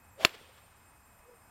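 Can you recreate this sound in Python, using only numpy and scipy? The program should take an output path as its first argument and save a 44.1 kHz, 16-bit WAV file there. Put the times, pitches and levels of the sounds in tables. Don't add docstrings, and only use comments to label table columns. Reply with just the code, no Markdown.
import sys
import numpy as np
from scipy import signal
from scipy.fft import rfft, irfft
from scipy.io import wavfile

SR = 44100
rng = np.random.default_rng(int(sys.argv[2]) if len(sys.argv) > 2 else 0)


def waveform_to_disk(signal):
    frames = np.transpose(np.atleast_2d(signal))
    scaled = np.clip(frames, -1, 1) * 32767
    samples = np.round(scaled).astype(np.int16)
    wavfile.write(sys.argv[1], SR, samples)


N = 66150
T = np.arange(N) / SR
IMPACT_S = .2496


def amp(db):
    return 10 ** (np.asarray(db) / 20)


def unit(x):
    return x / np.sqrt(np.mean(abs(x) ** 2) + 1e-20)


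def noise(spectrum):
    freq_hz, density_db = np.transpose(spectrum)
    bins_hz = np.fft.rfftfreq(N, 1 / SR)
    gain = amp(np.interp(np.log(bins_hz + 1), np.log(freq_hz), density_db))
    return unit(irfft(rfft(rng.standard_normal(N)) * gain, N))


def flutter(width_hz):
    bins_hz = np.fft.fftfreq(N, 1 / SR)
    white = rng.standard_normal(N) + 1j * rng.standard_normal(N)
    return unit(np.fft.ifft(white / (1 + (2 * bins_hz / width_hz) ** 2)))


def tone(pitch_hz, envelope):
    cycles = np.cumsum(pitch_hz * np.ones(N)) / SR
    return np.sqrt(2) * (envelope * np.exp(2j * np.pi * cycles)).real


def burst(start_s, rise_s, t60_s):
    age_s = np.maximum(T - start_s, 0)
    return (1 - np.exp(-age_s / rise_s)) * np.exp(-np.log(1000) * age_s / t60_s)


def swell(peak_s, width_s):
    return np.exp(-((T - peak_s) / width_s) ** 2)


def outdoor_air(air_db=-64, rumble_db=-66):
    # freq_hz, density_db
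    air_spectrum = [(30, -18.5), (200, -6), (400, -10.5), (700, -1.5), (1000, 0.5), (1400, -3.5),
                    (2200, -9), (3300, -23), (6000, -34), (16000, -55)]
    rumble_spectrum = [(15, -23), (30, -10.5), (60, -5.5), (88, -0.5), (130, -12), (220, -15), (400, -25),
                       (2000, -76.5)]
    sway_db = flutter(width_hz=8).real
    return amp(air_db + sway_db) * noise(air_spectrum) + amp(rumble_db) * noise(rumble_spectrum)


def downswing(rush_s=.233, rush_db=-42.5, rise_s=.032, fall_s=.03):
    # time_s, pitch_hz, level_db
    whistle_path = [(.13, 480, -82), (.175, 530, -66), (.2, 606.2, -44), (.222, 688, -46.5),
                    (.24, 688.4, -36), (.255, 639, -45.5), (.29, 538, -62), (.33, 453, -83)]
    # freq_hz, density_db
    rush_spectrum = [(100, -23), (300, 2.5), (1100, -0.5), (1800, -3), (3300, -2), (6000, -13),
                     (10000, -17.5), (16000, -24)]
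    time_s, pitch_hz, level_db = np.transpose(whistle_path)
    envelope = amp(np.interp(T, time_s, level_db)) * (T > time_s[0]) * (T < time_s[-1])
    whistle = envelope * tone(np.interp(T, time_s, pitch_hz), flutter(width_hz=150))
    rush = noise(rush_spectrum) * swell(rush_s, np.where(T < rush_s, rise_s, fall_s))
    return whistle + amp(rush_db) * rush


def strike(crack_db=.5, crack_hz=2600, width_s=.00022, thump_db=-27, thump_s=.001276,
           ring_db=3.5, ring_lag_s=.0001, scatter_db=-16):
    # freq_hz, relative_db, t60_s
    modes = [(396, -23, .032), (655, -16.5, .017), (1043, -21, .022), (1265, -17.5, .016),
             (1440, -28, 0.024), (1762, -25, .02), (2010, -33, .018), (2420, -14, 0.0066),
             (2680, -13, .009), (3417, -13, .01), (3860, -22.5, .018), (4346, -16, 0.018),
             (5000, -19.5, .011), (5460, -19, .013), (7150, -17, .009), (14900, -19.5, .008)]
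    # freq_hz, density_db
    scatter_spectrum = [(60, -8), (130, 12), (260, -6.5), (900, -23), (2600, -4), (5500, 2.5), (6700, -4.5),
                        (9000, -9.5), (13500, -12.5), (16000, -13)]
    crack_s = IMPACT_S + width_s / 2
    crack = -amp(crack_db) * swell(crack_s, width_s) * np.sin(2 * np.pi * crack_hz * (T - crack_s))
    progress = np.maximum(T - IMPACT_S, 0) / thump_s
    thump = amp(thump_db) * (T > IMPACT_S) * (1 - progress) * np.exp(-progress)
    ring_s = IMPACT_S + ring_lag_s
    ring = sum(amp(db) * burst(ring_s, rise_s=.0005, t60_s=t60_s) * np.sin(2 * np.pi * hz * (T - ring_s))
               for hz, db, t60_s in modes)
    scatter = noise(scatter_spectrum) * burst(IMPACT_S - 2 * width_s, rise_s=.00027, t60_s=.017)
    return crack + thump - amp(ring_db) * ring + amp(scatter_db) * scatter


def bay_reflections(hit, tail_db=-33):
    # delay_s, gain_db
    echo_taps = [(.0122, -33), (.0186, -32.5), (.0215, -36.5), (.0305, -46.5), (.0437, -35.5)]
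    # freq_hz, density_db
    tail_spectrum = [(100, -27.5), (250, -13), (390, 6), (550, -4.5), (1200, -3), (3000, -2), (6000, -19),
                     (10000, -16.5), (15000, -17.5), (16500, -25)]
    echoes = sum(amp(db) * np.pad(hit, (round(delay_s * SR), 0))[:N] for delay_s, db in echo_taps)
    tail = noise(tail_spectrum) * burst(IMPACT_S, rise_s=.0034, t60_s=.11)
    return echoes + amp(tail_db) * tail


def range_wash(near_db=-54.5, far_db=-56.5, rise_s=.02):
    # freq_hz, density_db
    wash_spectrum = [(100, -16.5), (250, -4), (420, 2.5), (900, -2), (3200, -0.5), (5500, -10.5),
                     (10000, -23), (16000, -22.5)]
    # peak_s, level_db, width_s
    far_returns = [(0.347, -50.5, .011), (.579, -61, 0.014)]
    near = amp(near_db) * burst(IMPACT_S, rise_s, t60_s=.59)
    far = amp(far_db) * burst(IMPACT_S, rise_s, t60_s=1.86)
    return_power = sum((amp(db) * swell(peak_s, width_s)) ** 2 for peak_s, db, width_s in far_returns)
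    return noise(wash_spectrum) * np.sqrt((near + far) ** 2 + return_power)


def knocks(width_hz=160, rise_s=.0018):
    # start_s, level_db, pitch_hz, t60_s
    knock_events = [(.407, -48.5, 209.2, 0.047), (0.41, -53, 480, 0.037), (.493, -54, 539, 0.039)]
    return sum(amp(db) * burst(start_s, rise_s, t60_s) * tone(hz, flutter(width_hz))
               for start_s, db, hz, t60_s in knock_events)


def distant_swish(level_db=-57, peak_hz=495, sag=.091, roughness=.6):
    arch = swell(peak_s=1.302, width_s=.0442)
    pitch_hz = peak_hz * (1 - sag * (1 - arch))
    return amp(level_db) * arch * tone(pitch_hz, unit(1 + roughness * flutter(width_hz=140)))


def scene():
    hit = strike()
    drive = downswing() + hit + bay_reflections(hit) + range_wash() + knocks()
    return (outdoor_air() + drive + distant_swish())[None]


def record(dry, hiss_db=-71.5, waver=.6, cutoff_hz=16400):
    # freq_hz, level_db
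    whine_partials = [(2543, -76), (5087, -83.5), (7631, -75), (8815, -72.5), (10174, -87), (11876, -88),
                      (13235, -75), (14422, -81)]
    # freq_hz, density_db
    hiss_spectrum = [(100, 11), (2500, 1.5), (4000, -3), (7000, 0), (11000, -6.5), (15500, -2),
                     (16300, -26.5)]
    whine = sum(amp(db) * tone(hz, unit(1 + waver * flutter(width_hz=50))) for hz, db in whine_partials)
    hiss = amp(hiss_db) * noise(hiss_spectrum)
    lowpass_taps = signal.firwin(255, cutoff_hz, window=("kaiser", 8), fs=SR)
    return signal.oaconvolve(dry + whine + hiss, lowpass_taps[None], "same")


dry = scene()
out = record(dry)
waveform_to_disk(out)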